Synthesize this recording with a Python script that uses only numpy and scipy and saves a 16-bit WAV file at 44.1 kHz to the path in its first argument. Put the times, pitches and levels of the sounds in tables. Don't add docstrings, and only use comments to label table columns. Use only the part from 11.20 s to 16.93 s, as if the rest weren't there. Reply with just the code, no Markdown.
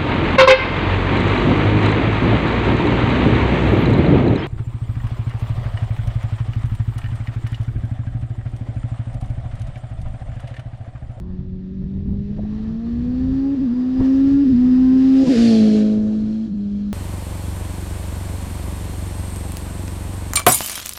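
import sys
import numpy as np
from scipy import signal
from scipy.io import wavfile
from scipy.ndimage import uniform_filter1d

SR = 44100
rng = np.random.default_rng(int(sys.argv[2]) if len(sys.argv) > 2 else 0)


def volts_from_db(level):
    exponent = np.asarray(level, float) / 20
    return 10 ** exponent


def put_to_file(sound):
    columns = np.atleast_2d(sound).T
    safe = np.clip(columns, -1, 1)
    whole_steps = np.round(safe * 32767)
    wavfile.write(sys.argv[1], SR, whole_steps.astype(np.int16))


N = 252693

# time in seconds, rate in Hz.
ROAD_SPEED = [(0, 168.7), (.36, 173.1), (.72, 179.5), (1.08, 188.8), (1.44, 202.7), (1.8, 223),
              (2.05, 241.2), (2.35, 260.3), (2.55, 262.6), (3.24, 298.3), (3.4, 299.8), (3.7, 311.5),
              (4.04, 323.6), (4.3, 327.3), (4.7, 330.8), (5.1, 336), (5.265, 346.5), (5.73, 351.4)]
# start in seconds, ratio of new to old revs.
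UPSHIFTS = [
    (2.35, 0.88),
    (3.24, 0.88),
    (4.04, .887),
    (5.265, .904),
]
SHIFT_S = .045
# peak in seconds, rate change in Hz, settling in seconds.
SNATCHES = [
    (2.421, 33, .024),
    (2.486, -16, 0.02975),
    (3.301, 23, 0.0181),
    (3.346, -11, .025),
    (4.101, 43.5, .02),
    (4.162, -13.5, .015),
    (5.322, -20.5, 0.0059),
    (5.342, 24, 0.0078),
]
# time in seconds, depth in dB, recovery in seconds.
POWER_CUTS = [
    (2.351, -9, 0.019),
    (2.541, -5, 0.017),
    (3.242, -5, 0.015),
    (4.041, -16, 0.032),
    (4.128, -5, 0.047),
    (4.147, -4, 0.021),
    (4.35, -1.5, 0.032),
    (5.267, -16, 0.026),
]

PASS_S, PASS_SPAN_S, MACH = 4.32, 0.14, .07
BEAM_S, BEAM_SPAN_S = 4.416, 0.34
ABREAST_S, TURN_S, CHAIN_S = 4.017, 0.041, 4.195

# time in seconds, level in dB.
FIRING_TONE = [(0, -35), (.28, -32.5), (.8, -29.5), (1.2, -25.5), (1.6, -25), (2.0, -20), (2.25, -18),
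               (2.55, -18), (2.75, -19), (2.84, -14), (2.95, -13), (3.4, -12), (4.08, -10.5), (4.45, -11),
               (4.65, -14.5), (4.87, -17.5), (5.2, -22), (5.73, -23)]
EXHAUST_ORDERS = np.array([2, 3, 5, 6, 7, 8, 9, 10, 11, 12, 13, 14, 15, 16, 18, 20, 22, 24, 28]) / 4
ORDER_FRONT_DB = [-16.5, -1.5, -0.5, -1, -15.5, -1.5, -27.5, -20, -29, 3, -17, -14, -21, -4.5, -10, -4.5,
                  -18.5, -8, -19.5]
ORDER_REAR_DB = [-9.5, -16, -3, -3, -19.5, -0.5, -13, -11.5, -21, 1.5, -9, -19.5, -15.5, -36, -29.5, -23,
                 -30, -28, -23.5]
# dB nearest from the front, share of distance loss, dB in the tailpipe's beam, share of beam loss
UNEVEN, SECOND, UPPER = (-32, 0.56, -26.5, 1.43), (-44.5, 0.04, -25, 3), (-37.5, 1.1, -37.5, 2.5)
# centre in seconds, gain in dB, length in seconds.
SECOND_BEATS = [
    (0.904, 3, .25),
    (2.9, 4, .15),
    (4.03, 9.5, 0.084),
    (4.149, 7, 0.03),
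    (4.522, 3.5, 0.048),
    (5.219, -13.5, .12),
    (5.5, 10.5, 0.18),
]
# centre in seconds, gain in dB, length in seconds.
UPPER_ORDER_BEATS = [
    (1.653, 8.5, 0.13),
    (1.95, 4.5, 0.064),
    (2.26, 9, 0.074),
    (2.754, 2.5, .1),
    (3.1, 2.5, 0.14),
    (4.32, 3, 0.052),
    (5.15, 2.5, .05),
    (5.5, 5, 0.13),
]
RELIGHT_DB, RELIGHT_S, RELIGHT_SPAN_S = -8, .06, .045
RASP_DB, RASP_SHARE, RASP_LOW_HZ, RASP_HIGH_HZ = -46, 1.97, 330, 788

# time in seconds, level in dB.
RUNNING_NOISE = [(0, -69.5), (.35, -68), (.83, -66.5), (1.5, -58), (2.68, -55.5), (2.86, -50.5),
                 (3.05, -52), (3.7, -51), (3.91, -45.5), (4.04, -41.5), (4.12, -35.5), (4.3, -35.5),
                 (4.55, -42.5), (4.79, -55), (5.26, -58.5), (5.31, -63.5), (5.5, -61), (5.73, -60.5)]
# frequency in Hz, level in dB per Hz.
RUNNING_COLOUR = [(290, -31.5), (500, -8.5), (723, -11.5), (1120, -13.5), (1240, -10.5), (1490, -14),
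                  (1840, -10.5), (2150, -20), (2740, -15), (3150, -18.5), (4820, -20.5), (7700, -30),
                  (14800, -74.5)]
LOW_NEAR_DB, LOW_FAR_DB, LOW_SLOPE = -19.5, 0.5, 1
MID_FRONT_DB, MID_REAR_DB = -1.5, -3.5
TREBLE_DB, TREBLE_SLOPE = 1, 0.34
# centre in seconds, gain in dB, length in seconds.
INTAKE_ROAR = [(.05, 12.5, .15), (.95, -9, .22), (1.4, 6, 0.28), (1.948, 3, .25), (2.6, 6.5, 0.36),
               (2.819, 6, 0.061), (2.993, 3.5, 0.17), (3.5, 5.5, .15), (4.171, 10, 0.048), (4.8, 0, 0.098),
               (5.197, -2.5, 0.12), (5.6, 0.5, .2)]
# frequency in Hz, width in Hz, share added.
FAIRING_CAVITIES = [(1875, 260, 0.72), (1464, 230, -0.48), (3740, 130, 0.22)]
# time in seconds, pitch in
# Hz.
WHINE_PITCH = [(0, 3450), (1.2, 3900), (2.3, 4750), (2.8, 4900), (4.0, 4950), (4.18, 4700), (4.45, 4200),
               (5.73, 4180)]
# multiple of its pitch, width in Hz, front level in dB, rear level in dB.
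WHINE_BANDS = [(1, 260, -8, -3.5), (1.07, 170, -18, -10.5), (.78, 240, -16.5, -6), (.55, 230, -14.5, -12.5),
               (.4, 110, -14.5, -14), (1.19, 77, -27.5, -15), (.93, 83, -19.5, -7.5), (.72, 52, -23, -17),
               (.64, 60, -21.5, -19)]

# start in seconds, level in dB, pitch in Hz, length in seconds.
DOG_CLANG = [
    (4.034, -36, 995, 0.063),
]
# start in seconds, peak in dB, start pitch in Hz, end pitch in Hz, length in seconds.
PORT_POPS = [(0.622, -37, 146, 302, 0.015), (0.798, -31, 200, 420, 0.012), (0.855, -31, 202, 503, 0.014),
             (0.884, -31, 200, 420, .016), (0.912, -32, 178, 425, 0.047), (1.011, -33, 203, 554, 0.004),
             (1.09, -32.5, 304, 600, 0.009), (1.094, -41, 120, 450, 0.01), (1.179, -21.5, 176, 330, 0.013),
             (1.188, -23.5, 442, 850, 0.012), (1.199, -37, 480, 800, 0.016), (1.248, -36, 617, 900, 0.013),
             (1.225, -26.5, 280, 560, 0.026), (1.451, -34, 199.5, 400, 0.018), (2.036, -27, 98, 400, 0.012),
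             (2.786, -23, 131, 262, 0.017), (2.794, -12.5, 121.7, 750, 0.027),
             (4.059, -15.5, 189, 137, 0.045)]
# time in seconds, level in dB.
BREEZE = [(0, -30.5), (1.0, -35.5), (2.2, -41), (3.4, -31), (4.2, -38.5), (5.73, -38)]
# peak in seconds, peak level in dB, length in seconds.
WIND_GUSTS = [(0.199, -24, 0.015), (0.352, -34, 0.054), (0.56, -46, 0.028), (0.629, -23.5, 0.034),
              (0.75, -24, 0.069), (0.921, -22, 0.082), (1.134, -24.5, .1), (1.3, -29.5, 0.21),
              (1.509, -28.5, .06), (1.79, -27, 0.16), (1.894, -25, .04), (2.051, -24, 0.097),
              (2.243, -31, 0.073), (2.417, -28, 0.028), (2.515, -33, 0.016), (2.799, -19.5, 0.023),
              (3.052, -32.5, 0.065), (3.14, -26, .03), (3.46, -36, 0.046), (3.33, -26.5, 0.053),
              (3.62, -29.5, .06), (3.75, -35.5, 0.035), (4.18, -30.5, .04), (4.819, -32, 0.075),
              (5.024, -31, .07), (5.45, -37.5, 0.1), (5.63, -36, .03)]
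# frequency in Hz, level in dB per Hz.
RUMBLE_COLOUR = [(15, -4.5), (30, -3), (65, 0.5), (110, -4.5), (170, -5.5), (260, -12.5)]
# frequency in Hz, level in dB per Hz.
FLUTTER_COLOUR = [(120, -11.5), (200, -3), (350, -7), (550, -18), (900, -30), (1500, -43)]
GUST_RISE, FLUTTER_DB = .6, -21
AUDIBLE_DB, AUDIBLE_ABOVE_HZ = -107.5, 7800


def rms_one(x):
    return x / np.sqrt(np.mean(x ** 2) + 1e-20)


def in_time(rows):
    s, *columns = np.transpose(rows)
    return [np.interp(np.arange(N) / SR, s, c) for c in columns]


def drift(rate):
    r = np.exp(-80 * np.pi * rate / SR)
    slow = signal.lfilter([1], [1, -2 * r, r * r], rng.standard_normal(N // 40 + 2002))[2000:]
    return np.interp(np.arange(N) / 40, np.arange(len(slow)), rms_one(slow))


def band_noise(low, high):
    sos = signal.butter(4, [low, high], "band", fs=SR, output="sos")
    return rms_one(signal.sosfilt(sos, rng.standard_normal(N)))


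def bands(colour, patchy_db, rate):
    hz_at, db_at = np.transpose(colour)
    edges = hz_at[0] * 2 ** np.arange(0, np.log2(hz_at[-1] / hz_at[0]) + .1, 1 / 3)
    white = rng.standard_normal((2, N + SR // 4))
    together = drift(rate)
    for k, (low, high) in enumerate(zip(edges, edges[1:])):
        hz = np.sqrt(low * high)
        sos = signal.butter(2, [low, high], "band", fs=SR, output="sos")
        noise = signal.sosfilt(sos, white[k % 2])[-N:]
        flicker_db = patchy_db * (together + 0.78 * drift(rate))
        yield hz, noise * volts_from_db(np.interp(np.log(hz), np.log(hz_at), db_at) + flicker_db)


def loss_db(t, s, span):
    return -10 * np.log10(1 + ((t - s) / span) ** 2)


def swells(t, rows):
    return sum(db * np.exp(-((t - s) / length) ** 2) for s, db, length in rows)


def crank(t):
    rate, = in_time(ROAD_SPEED)
    for s, ratio in UPSHIFTS:
        rate = rate * ratio ** np.clip((t - s) / SHIFT_S, 0, 1)
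    rate = rate / (1 + MACH * (t - PASS_S) / np.hypot(t - PASS_S, PASS_SPAN_S))
    for s, hz, settling in SNATCHES:
        width = np.where(t < s, .4 * settling, settling)
        rate = rate + hz * np.exp(-.5 * ((t - s) / width) ** 2)
    rate = rate + 0.5 * drift(25)
    return 2 * np.pi * np.cumsum(rate) / SR


def power(t):
    return sum(db * np.exp(-((t - s) / np.where(t < s, 0.11 * back, back)) ** 2)
               for s, db, back in POWER_CUTS)


def exhaust(t, phase, rear):
    firing_db, = in_time(FIRING_TONE)
    distance_db = loss_db(t, PASS_S, PASS_SPAN_S)
    beam_db = loss_db(t, BEAM_S, BEAM_SPAN_S)
    uneven_db, second_db, upper_db = (
        (1 - rear) * (front_db + share * distance_db) + rear * (rear_db + beam * beam_db)
        for front_db, share, rear_db, beam in (UNEVEN, SECOND, UPPER))
    relights = [(s + RELIGHT_S, RELIGHT_DB, RELIGHT_SPAN_S) for s, ratio in UPSHIFTS]
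    second_db = second_db + swells(t, SECOND_BEATS)
    upper_db = upper_db + swells(t, UPPER_ORDER_BEATS) + swells(t, relights)

    lost_db = power(t)
    misfire = (1 - volts_from_db(lost_db)) ** 2 * (.25 * drift(90) + .25 * np.sin(phase / 2 + 1.5))
    out = volts_from_db(firing_db) * (volts_from_db(lost_db + .5 * drift(46)) + misfire) * np.sin(phase)

    far_db = firing_db + 13.0
    wander = .06 * drift(12)
    for order, front_db, rear_db in zip(EXHAUST_ORDERS, ORDER_FRONT_DB, ORDER_REAR_DB):
        main = order in (1.5, 2, 3)
        curve_db = second_db if order == 2 else uneven_db if order < 3 else upper_db
        fading_db = (1.5 if main else 4.5) * np.minimum(drift(5.0), .8) + 2.0 * drift(23)
        level_db = curve_db + front_db + (rear_db - front_db) * rear + fading_db
        level_db += (0.19 * order if order > 2 else .3 - .5 * rear) * lost_db
        if order > 2 and not main:
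            level_db += .8 * far_db
        spread = 1.55 * order ** 2
        out += volts_from_db(level_db) * np.sin(order * (phase + wander) - spread + 0.9 * drift(1.6))
    return -np.sqrt(2) * out


def rasp(t, phase, rear):
    gas = band_noise(RASP_LOW_HZ, RASP_HIGH_HZ)
    level_db = RASP_DB + RASP_SHARE * loss_db(t, BEAM_S, BEAM_SPAN_S) + 2.9 * drift(9.2)
    return rear * volts_from_db(level_db) * (1 + 0.67 * np.sin(phase / 2)) * gas


def whine(t, level_db):
    phase = 2 * np.pi * np.cumsum(in_time(WHINE_PITCH)[0]) / SR
    chain_side = 1 / (1 + np.exp(-(t - CHAIN_S) / TURN_S))
    out = np.zeros(N)
    for multiple, width, front_db, rear_db in WHINE_BANDS:
        sos = signal.butter(2, width / 2, fs=SR, output="sos")
        blur = rms_one(signal.sosfilt(sos, rng.standard_normal(N)))
        band_db = front_db + (rear_db - front_db) * chain_side + 1.9 * drift(9.8)
        band_db += 0.029 * (level_db + 44.5)
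        out += volts_from_db(band_db) * blur * np.sin(multiple * phase)
    return out


def running_noise(t, phase, rear):
    level_db, = in_time(RUNNING_NOISE)
    below_db = level_db - level_db.max()
    low_db = np.minimum(LOW_NEAR_DB - LOW_SLOPE * below_db, LOW_FAR_DB) + swells(t, INTAKE_ROAR)
    mid_db = MID_FRONT_DB + (MID_REAR_DB - MID_FRONT_DB) * rear
    treble_db = TREBLE_DB + TREBLE_SLOPE * below_db * (1 - rear)
    out = np.zeros(N)
    for hz, band in bands(RUNNING_COLOUR, patchy_db=0.86, rate=6.3):
        octave = np.log2(hz / 1000)
        low = np.interp(octave, [0, 1], [1, 0])
        mid = np.interp(octave, [0, 1, 2], [0, 1, 0])
        high = np.interp(octave, [2, 3, 4], [0, 1, 2.5])
        out += band * volts_from_db(low * low_db + mid * mid_db + high * treble_db)
    cavities = sum(share * signal.lfilter(*signal.iirpeak(hz, hz / width, fs=SR), out)
                   for hz, width, share in FAIRING_CAVITIES)
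    out = volts_from_db(26.5) * (out + (1 - rear) * cavities) + whine(t, level_db)
    return volts_from_db(level_db) * out * (1 + 0.042 * np.sin(phase / 2))


def clang(t):
    out = np.zeros(N)
    for s, db, hz, length in DOG_CLANG:
        u = np.clip((t - s) / length, 0, 1)
        out += volts_from_db(db) * np.sin(np.pi * u ** 2) ** 2 * np.sin(2 * np.pi * hz * t)
    return out


def pops(t):
    out = np.zeros(N)
    puff = band_noise(350, 950)
    puff += volts_from_db(-33.5) * rng.standard_normal(N)
    for s, db, start_hz, end_hz, length in PORT_POPS:
        u = np.clip((t - s) / length, 0, 1)
        ratio = end_hz / start_hz
        turns = length * start_hz * (ratio ** u - 1) / np.log(ratio)
        sweep = volts_from_db(db - 9 * u) * np.sin(2 * np.pi * turns)
        out += np.sin(np.pi * u) ** 2 * (sweep + volts_from_db(db - 22) * puff)
    return out


def wind(t):
    blow = volts_from_db(2 * in_time(BREEZE)[0])
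    for s, db, length in WIND_GUSTS:
        blow = blow + volts_from_db(2 * db) * np.exp(-((t - s) / np.where(t < s, GUST_RISE * length, length)) ** 2)
    rumble = rms_one(sum(band for hz, band in bands(RUMBLE_COLOUR, patchy_db=0.5, rate=17)))
    flutter = rms_one(sum(band for hz, band in bands(FLUTTER_COLOUR, patchy_db=3.5, rate=18)))
    return np.sqrt(blow) * (rumble + volts_from_db(FLUTTER_DB) * flutter)


def scene():
    t = np.arange(N) / SR
    phase = crank(t)
    rear = 1 / (1 + np.exp(-(t - ABREAST_S) / TURN_S))
    bike = exhaust(t, phase, rear) + rasp(t, phase, rear) + running_noise(t, phase, rear) + clang(t)
    return (bike + pops(t) + wind(t))[None]


def low_pass(x):
    return signal.sosfilt(signal.butter(12, 14920, fs=SR, output="sos"), x)


def record(dry):
    padded = np.pad(dry[0], (0, 1024), "reflect")
    hz, _, frames = signal.stft(padded, SR, nperseg=1024, boundary="even")
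    band = uniform_filter1d(np.abs(frames) ** 2, size=24, axis=0)
    band = uniform_filter1d(band, size=5, axis=1)
    keep = np.clip(band / volts_from_db(2 * AUDIBLE_DB), 0, 1) ** 8
    frames = frames * np.where(hz[:, None] > AUDIBLE_ABOVE_HZ, keep, 1)
    mix = signal.istft(frames, SR, nperseg=1024)[1][None, :N]
    return low_pass(mix)


dry = scene()
out = record(dry)
put_to_file(out)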